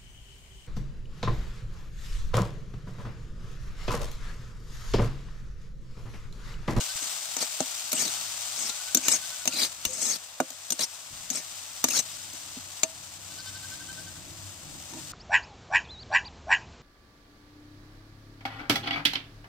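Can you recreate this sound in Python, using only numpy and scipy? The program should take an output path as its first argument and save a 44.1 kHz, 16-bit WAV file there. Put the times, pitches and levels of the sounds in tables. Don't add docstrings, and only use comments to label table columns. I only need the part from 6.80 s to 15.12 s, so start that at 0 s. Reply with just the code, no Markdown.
import sys
import numpy as np
from scipy import signal
from scipy.fft import rfft, irfft
from scipy.io import wavfile

SR = 44100
rng = np.random.default_rng(int(sys.argv[2]) if len(sys.argv) > 2 else 0)


def unload_audio(sound):
    columns = np.transpose(np.atleast_2d(sound))
    steps = np.round(np.clip(columns, -1, 1) * 32767)
    wavfile.write(sys.argv[1], SR, steps.astype(np.int16))


N = 366912
FFT_SIZE = 2 ** 19


# touch t/s, hardest push t/s, lift t/s, ring at push level/dB, ring at lift level/dB,
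# thud at push level/dB, brightest pitch at touch f/Hz, at push f/Hz, at lift f/Hz
STROKES = [(.208, .237, .26, -40, -45, -50.5, 6500, 7140, 7060),
           (.58, .624, .64, -27, -40, -43, 5500, 4900, 5000),
           (1.138, 1.2, 1.28, -31, -37, -43, 6500, 6900, 4000),
           (1.76, 1.79, 1.905, -39, -37, -52, 4500, 7500, 4500),
           (2.224, 2.31, 2.365, -29, -32, -44, 6500, 6800, 6000),
           (2.707, 2.824, 2.865, -25, -32, -42, 4850, 4100, 4530),
           (3.06, 3.3, 3.36, -33, -36, -51, 7000, 6600, 4900),
           (3.976, 4.012, 4.042, -29, -30, -52, 5000, 4230, 5400),
           (4.511, 4.562, 4.598, -35, -39, -44, 6500, 6270, 5600),
           (5.057, 5.175, 5.197, -25, -29, -45, 6470, 5500, 6000),
           (8.1, 8.13, 8.2, -55, -57, -46, 6400, 6400, 6550)]
# t/s, ring peak level/dB, then thud, knock, body and edge against the ring level/dB,
# pitch the struck spot favours f/Hz
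BLOWS = [(0.0074, -25.5, -17.5, -21, -14, -23, 3060), (0.5661, -21.5, -17, -20, -12, -7, 3300),
         (0.6255, -28.5, -44, -8.5, -31, -24, 735), (0.804, -20.5, -6, -11, -19, -29, 750),
         (1.118, -23, -26, -30, -18, 2, 5300), (1.1297, -19, -17.5, -19.5, -23, -3, 2400),
         (1.221, -24, -15, -18, -14, -2, 1700), (1.2533, -24.5, -20, -29, -23, -16, 4330),
         (1.2785, -28, -32, -24, -20, -18, 3700), (1.895, -26.5, -35, -37, -25, -23, 5500),
         (2.1472, -12.5, -15, -25, -27, 2, 5960), (2.1708, -21.5, -13, -21, -23, -2, 6900),
         (2.2819, -12, -31, -22.5, -11.5, -0.5, 7600), (2.337, -27, -34, -8, -32, -23, 6900),
         (2.655, -24, -16, -15, -18, -5, 4600), (2.6755, -13, -25.5, -24, -20.5, -7.5, 2850),
         (2.7325, -29, -13, -17, -33, -6, 4900), (3.0512, -14, -35, -30, -24, -4, 2800),
         (3.266, -32, -16, -17, -27, -10, 5800), (3.602, -22.5, 2, 2.5, -12, -5, 1390),
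         (3.704, -32.5, -16, -26.5, -32, -6, 760), (3.904, -18, -19, -31, -57, -4, 3550),
         (3.921, -16.5, -22.5, -25, -33, -10, 2850), (3.992, -22.5, -13, -20, -8.5, -28, 1760),
         (4.502, -21.5, -13, -36, -19, -6, 6180), (5.041, -9.5, -21, -16, -16.5, -2.5, 260),
         (5.0854, -21, -20, -23, -27, -7, 2850), (5.1073, -26, -15, -26, -24, 1, 2800),
         (5.5334, -38, -8.5, -14, -28, -1, 7040), (5.766, -47, -1, -18, -33, -22, 253),
         (6.0325, -11, -28, -20.5, -13, -14, 616), (8.135, -42, 5, -11, -8, -22, 329)]
# f/Hz, level/dB, time to fall 60 dB t/s
PAN_TONES = [(165, -12, 0.078), (260, 5.5, 0.076), (324, 2, 0.088), (430, 3, 0.029), (528, -8, 0.15),
             (637, 2.5, 0.084), (735, 13, 0.016), (927, 5, 0.045), (1193, -14, 0.11), (1410, -1, 0.039),
             (1620, -14, 0.046), (1806, -8, 0.12), (2274, -1, 0.017), (2400, 3.5, 0.018), (2644, -3, 0.04),
             (2877, -3.5, 0.045), (3780, -7.5, 0.026), (4110, -0.5, 0.009), (4440, -16, 0.041),
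             (4900, -14, 0.042), (5655, -1.5, 0.012), (5930, -6, 0.033), (6340, -8, 0.06),
             (6560, 0.5, 0.017), (6900, -3.5, 0.026), (7180, -4.5, 0.023), (7750, -11, 0.011),
             (8610, -10.5, 0.053)]
BANDS_HZ = 270, 800, 2000, 4500
# f/Hz, level/dB
RASP = [(1470, -35), (2500, -7), (4030, 1), (5180, -2.5), (7220, -4.5), (9000, 3.5), (11700, -38),
        (19800, -120)]
# f/Hz, level/dB
HISS = [(8000, -19.5), (9500, -4), (13100, 5), (16000, -0.5)]
# t/s, f/Hz, level/dB, time to fall 60 dB t/s
LET_GO = (6.033, 648, -38, .3)
# start t/s, length t/s, first pitch f/Hz, last pitch f/Hz, level/dB
GROANS = [(1.165, .04, 2750, 3000, -39), (1.197, .09, 5300, 3700, -42), (2.225, .05, 2400, 2480, -46),
          (2.722, .055, 2600, 2500, -42), (3.085, .074, 515, 518, -47), (3.18, .052, 635, 644, -52),
          (3.32, .05, 4700, 4750, -42), (4.56, .03, 2500, 2450, -46), (5.104, .026, 2850, 2600, -38),
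          (5.135, .045, 1300, 1800, -43), (5.165, .035, 4000, 3900, -35), (8.125, .085, 340, 312, -48)]
# t/s, sizzle level/dB, yard rumble level/dB
FRYING = [(0, -34, -66), (1.1, -35.5, -69.5), (1.35, -33.5, -63.5), (2.1, -36.5, -65), (2.5, -37, -63.5),
          (2.95, -41, -63.5), (3.5, -45, -70.5), (4.2, -43, -66), (4.7, -41, -64.5), (5.4, -40.5, -60),
          (6.3, -44.5, -58.5), (6.949, -42, -54.5), (7.149, -44, -56.5), (7.55, -46, -53.5),
          (7.95, -44.5, -54), (8.32, -44.5, -50.5)]
# f/Hz, level/dB
SIZZLE = [(240, -44), (400, -21.5), (528, -26.5), (579, -10.5), (777, -9), (935, -11.5), (1420, -7.5),
          (1790, -10.5), (2600, -6), (3640, -3.5), (3990, -4), (7990, -2.5), (10100, -13.5), (13700, -14.5),
          (16000, -9.5)]
# f/Hz, level/dB
FIRE = [(260, -45), (450, -11.5), (618, -5.5), (964, -5.5), (2420, -8), (3000, -9), (3900, -19),
        (6600, -120)]
# first throb t/s, throbs (count), first gap t/s, pitch f/Hz, sag at the ends f/Hz, level/dB,
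# fall at the ends level/dB, bright harmonics at the start level/dB, when settled level/dB
BLEATS = [(0.015, 3, 0.087, 512, 0.11, -46.5, 3.4, 4, -34),
          (1.925, 10, 0.0825, 507, 46, -48.5, 2.1, -8, -10),
          (6.52, 11, .079, 516, 9.3, -46.5, 10.3, 3.5, -9)]
# multiple of the pitch, level/dB
HARMONICS = [(6, -8.5), (7, -9.5), (8, -6.5), (9, -6), (10, -7), (11, -23)]
# f/Hz, level/dB
RUMBLE = [(15, -47), (25, -17), (102, -5), (150, -1.5), (220, -13), (299, -7), (344, -11.5), (418, -24),
          (609, -15.5), (1000, -30), (1540, -120)]
# t/s, half-width t/s, rise level/dB
GUSTS = [(7.17, 0.088, 7), (7.55, 0.16, 4), (7.91, .07, 5), (8.17, .035, 2)]
# t/s, level/dB, fading time t/s
BUMPS = [(0.153, -43, 0.0067), (3.065, -41, 0.023), (4.308, -52, 0.14)]
# f/Hz, likeness
LIKENESS = [(60, -0.13), (180, 0.86), (600, 0.95), (1650, 0.4), (4970, -0.02), (15000, -0.3)]
# f/Hz, level/dB
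PORTS = [(40, -6), (100, 1), (450, -3.5), (1200, -3), (2000, 1), (3300, 1.5), (5500, 5), (8300, 10),
         (9200, 6), (10500, -2.5), (13000, -10), (16000, -8)]

TOUCH_DB, THUD_FOLLOWS = -47, 0.29
LIFT_S, LIFT_DB = .014, 18
RATTLE_S, RATTLE_FROM_HZ = .0045, 310
SPOT_DB, SPOT_OCTAVES = 9.0, .1
SWING_UP_CYCLES = 1.1
RASP_LIFT_DB, RASP_OCTAVES = 10.0, .28
RASP_PATCHY_DB = 3.0
PUSH_DB, PUSH_LOW_HZ, PUSH_HIGH_HZ = 32, 870, 1580
GROAN_ROUGH_DB, GROAN_WAVER, GROAN_EVEN_HZ = 6.0, .035, 1700
POPS_PER_S, POP_SPREAD_DB = 9000, 2
LOUD_POPS_PER_S, LOUD_POP_DB, LOUD_SPREAD_DB = 46, -13, 1
FIRE_DB = -56
THROB_S, BETWEEN_DB = .0115, -19
THROB_SLOWS_S = .0006
ARCH_POWER, BRIGHT_FADE_S = 4.5, .3
THROB_UNEVEN_DB, LOW_FADE_SHARE = 1.2, .35
HUM_HZ, HUM_WIDTH_HZ, HUM_DB = 98, 5, -3


def spatula():
    grit = grains(9000, 2.2) * from_db(1.6 * drift(60))
    ring_db, thud_db, bright_hz = strokes()
    s, peak_db, blow_thud_db, knock_db, body_db, edge_db, spot_hz = np.transpose(BLOWS)
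    at = np.round(s * SR).astype(int)
    crack = clatter(s, from_db(peak_db - 15.0), RATTLE_S)
    snap = clatter(s, from_db(peak_db + edge_db), 0.68 * RATTLE_S)
    bare = rms_one(colour(grit, RASP))
    out = crack * bare + rasp(bare, ring_db, bright_hz)
    out += (from_db(ring_db - 8.0) + snap) * rms_one(colour(grit, HISS))
    for hz, level_db, t60 in PAN_TONES:
        struck_db = peak_db + band_db(hz, blow_thud_db, knock_db, body_db, 0) + level_db
        struck_db = struck_db + 2 * rng.standard_normal(len(at))
        struck_db = struck_db + SPOT_DB * near(hz, spot_hz, SPOT_OCTAVES)
        strength = from_db(struck_db)
        rattle = clatter(s, strength * from_db(-30.0) * min(1, hz / RATTLE_FROM_HZ), RATTLE_S)
        scrape = from_db(scrape_db(hz, ring_db, thud_db, bright_hz) + level_db - 28.0)
        drive = grit * (scrape + rattle)
        apart = 1 - np.clip(at_hz(LIKENESS, hz), 0, 1)
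        lags = rng.random((len(at), 2)) * apart * .002 * SR + SWING_UP_CYCLES * SR / hz
        lags = lags.astype(int)
        for side in (0, 1):
            drive[side, at + lags[:, side]] += strength * from_db(-5.5)
        out += ring(drive, hz, t60)
    return signal.sosfilt(signal.butter(4, 150, "high", fs=SR, output="sos"), out)


def strokes():
    rows = []
    for touch, push, lift, push_db, lift_db, thud_db, touch_hz, push_hz, lift_hz in STROKES:
        s = [touch - LIFT_S / 2, touch, push, lift, lift + LIFT_S, lift + 1.5 * LIFT_S]
        ring_db = np.array([-110, min(TOUCH_DB, push_db), push_db, lift_db, lift_db - LIFT_DB, -110])
        hz = [touch_hz, touch_hz, push_hz, lift_hz, lift_hz, lift_hz]
        rows.append([s, ring_db, thud_db + THUD_FOLLOWS * (ring_db - push_db), hz])
    s, *columns = np.concatenate(rows, axis=1)
    return [np.interp(np.arange(N) / SR, s, column) for column in columns]


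def clatter(s, gains, length):
    out = np.zeros(N)
    for start, gain in zip(np.round(s * SR).astype(int), gains):
        out[start:start + 4000] += gain * np.exp(-np.arange(4000) / (length * SR))
    return out


def scrape_db(hz, ring_db, thud_db, bright_hz):
    lift_db = 9 * near(hz, bright_hz, .2) + 3 * drift(20)
    body_db = (ring_db + thud_db) / 2 - 4.5
    return band_db(hz, thud_db - 11.5, thud_db - 13.0, body_db, ring_db) + lift_db


def band_db(hz, *levels_db):
    shares = [np.interp(np.log(hz), np.log(BANDS_HZ), row) for row in np.eye(4)]
    return sum(share * db for share, db in zip(shares, levels_db))


def rasp(noise, ring_db, bright_hz):
    out, edges = 0, np.geomspace(1500, 12000, num=13)
    for low, high in zip(edges, edges[1:]):
        band = signal.sosfilt(signal.butter(2, [low, high], "band", fs=SR, output="sos"), noise)
        lift_db = RASP_LIFT_DB * near(np.sqrt(low * high), bright_hz, RASP_OCTAVES)
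        out = out + band * from_db(ring_db + 0.5 + lift_db + RASP_PATCHY_DB * drift(48))
    return out


def clunk():
    s, peak_db, _, knock_db, *_ = np.transpose(BLOWS)
    gains = from_db(peak_db + knock_db + PUSH_DB)
    shove = clatter(s, gains * from_db(-31.0), 2.0 * RATTLE_S) * rng.standard_normal(N)
    shove[np.round(s * SR).astype(int)] -= gains
    band = signal.butter(2, [PUSH_LOW_HZ, PUSH_HIGH_HZ], "band", fs=SR, output="sos")
    return signal.sosfilt(band, shove)


def free_ring():
    s, hz, level_db, t60 = LET_GO
    return ring(from_db(level_db) * (np.arange(N) == int(s * SR)), hz, t60)


def groan():
    out = np.zeros(N)
    for _ in range(3):
        rough_db, waver = GROAN_ROUGH_DB * drift(120), GROAN_WAVER * drift(158)
        for s, length, first_hz, last_hz, level_db in GROANS:
            span = slice(int(s * SR), int((s + length) * SR))
            uneven = min(1, first_hz / GROAN_EVEN_HZ)
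            u = np.linspace(0, 1, span.stop - span.start)
            hz = (first_hz + (last_hz - first_hz) * u) * (1 + uneven * waver[span])
            phase = 2 * np.pi * (uneven * rng.random() + np.cumsum(hz) / SR)
            swell = np.sqrt(2 * np.sin(np.pi * np.sqrt(u)))
            out[span] += from_db(level_db + uneven * rough_db[span] - 7.0) * swell * np.sin(phase)
    return out


def sizzle(level_db):
    pops = grains(POPS_PER_S * from_db(1.5 * drift(60)), POP_SPREAD_DB)
    pops = pops + from_db(LOUD_POP_DB) * grains(LOUD_POPS_PER_S, LOUD_SPREAD_DB)
    unsteady_db = .6 * drift(8)
    return from_db(level_db + unsteady_db) * rms_one(colour(pops, SIZZLE))


def fire():
    return from_db(FIRE_DB) * rms_one(colour(grains(20000, 1.0), FIRE))


def goat():
    t = np.arange(N) / SR
    s, hz, level_db, bright_db = throbs()
    nearest = np.argmin(abs(t[::32, None] - s), axis=1).repeat(32)[:N]
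    since = t - s[nearest]
    throb = from_db(level_db[nearest]) * (np.exp(-.5 * (since / THROB_S) ** 2) + from_db(BETWEEN_DB))
    throb *= abs(since) < 4 * THROB_S
    pitch = np.interp(t, s, hz) * (1 + 0.713 * np.clip(since, -.04, .04) + 0.00907 * drift(120.0))
    phase = 2 * np.pi * np.cumsum(pitch) / SR
    voice = np.sin(3 * phase)
    for multiple, db in HARMONICS:
        share = LOW_FADE_SHARE if multiple < 8 else 1
        loudness = from_db(db + 4.2 * drift(27) + bright_db[nearest] * share)
        voice = voice + loudness * np.sin(multiple * phase)
    return np.sqrt(2) * throb * voice


def throbs():
    rows = []
    for first, count, gap, hz, sag_hz, level_db, fall_db, start_db, settled_db in BLEATS:
        k = np.arange(round(count))
        since = gap * k + THROB_SLOWS_S * k ** 2
        edge = abs(2 * since / since[-1] - 1) ** ARCH_POWER
        bright_db = settled_db + (start_db - settled_db) * np.exp(-(since / BRIGHT_FADE_S) ** 6)
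        throb_db = level_db - fall_db * edge + THROB_UNEVEN_DB * rng.standard_normal(len(k))
        rows.append([first + since, hz - sag_hz * edge, throb_db, bright_db])
    return np.concatenate(rows, axis=1)


def yard(level_db):
    white = rng.standard_normal(N) + 0.72 * rng.standard_normal((2, N))
    hum = ring(white[0], HUM_HZ, np.log(1000) / (np.pi * HUM_WIDTH_HZ))
    noise = rms_one(colour(white, RUMBLE)) * from_db(1.7 * drift(4.4))
    t = np.arange(N) / SR
    gust_db = sum(db * np.exp(-.5 * ((t - s) / width) ** 2) for s, width, db in GUSTS)
    return from_db(level_db + gust_db) * (noise + from_db(HUM_DB) * rms_one(hum))


def bumps():
    t, push = np.arange(N) / SR, np.zeros(N)
    for s, level_db, length in BUMPS:
        push += from_db(level_db) * (t > s) * np.exp(-abs(t - s) / length)
    dull = signal.butter(2, [30, 160], "band", fs=SR, output="sos")
    return push * rms_one(signal.sosfilt(dull, rng.standard_normal(N)))


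def grains(per_s, spread_db, count=6):
    sizes = from_db(spread_db * np.minimum(rng.exponential(1, N), 6)) * rng.choice([-1, 1], N)
    clicks = sizes * (rng.random(N) < per_s / SR)
    spot = rng.integers(0, count, N)
    alike = np.clip(at_hz(LIKENESS, np.linspace(1, SR / 2, FFT_SIZE // 2 + 1)), 0, 1)
    out = 0
    for k in range(count):
        echoes = rng.standard_normal((2, 88)) * np.exp(-np.arange(88) / (0.00073 * SR))
        echoes = rfft(echoes, FFT_SIZE)
        path = np.sqrt(alike) + np.sqrt(1 - alike) * echoes / abs(echoes)
        out = out + rfft(clicks * (spot == k), FFT_SIZE) * path / (abs(path) + 1e-9)
    return rms_one(irfft(out)[:, :N])


def ring(x, hz, t60):
    r, w = from_db(-60 / (t60 * SR)), 2 * np.pi * hz / SR
    return signal.lfilter([0, np.sin(w)], [1, -2 * r * np.cos(w), r * r], x + 1e-18)


def colour(x, points, share=1):
    hz = np.linspace(1, SR / 2, FFT_SIZE // 2 + 1)
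    log_gain = share * np.log(from_db(at_hz(points, hz)))
    cepstrum = irfft(log_gain)
    cepstrum[1:FFT_SIZE // 2] *= 2
    cepstrum[FFT_SIZE // 2 + 1:] = 0
    return irfft(rfft(x, FFT_SIZE) * np.exp(rfft(cepstrum)))[..., :N]


def drift(rate):
    r = np.exp(-80 * np.pi * rate / SR)
    slow = signal.lfilter([1], [1, -2 * r, r * r], rng.standard_normal(N // 40 + 2002))[2000:]
    return np.interp(np.arange(N) / 40, np.arange(len(slow)), rms_one(slow))


def near(hz, centre_hz, octaves):
    return np.exp(-.5 * (np.log2(hz / centre_hz) / octaves) ** 2)


def at_hz(points, hz):
    return np.interp(np.log(hz), np.log(np.array(points)[:, 0]), np.array(points)[:, 1])


def from_db(db):
    return 10 ** (np.asarray(db) / 20)


def rms_one(x):
    return x / np.sqrt(np.mean(x ** 2) + 1e-20)


def scene():
    s, sizzle_db, rumble_db = np.transpose(FRYING)
    t = np.arange(N) / SR
    blade = spatula() + clunk() + free_ring() + groan()
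    cooking = sizzle(np.interp(t, s, sizzle_db)) + fire()
    background = goat() + yard(np.interp(t, s, rumble_db)) + bumps()
    return blade + cooking + background


def record(dry):
    ports = np.array([colour(dry[0], PORTS, share=0.63), colour(dry[1], PORTS, share=-0.43)])
    rounded = .92 * np.tanh(ports / .92)
    return signal.sosfilt(signal.cheby2(12, 60, 16300, fs=SR, output="sos"), rounded)


dry = scene()
out = record(dry)
unload_audio(out)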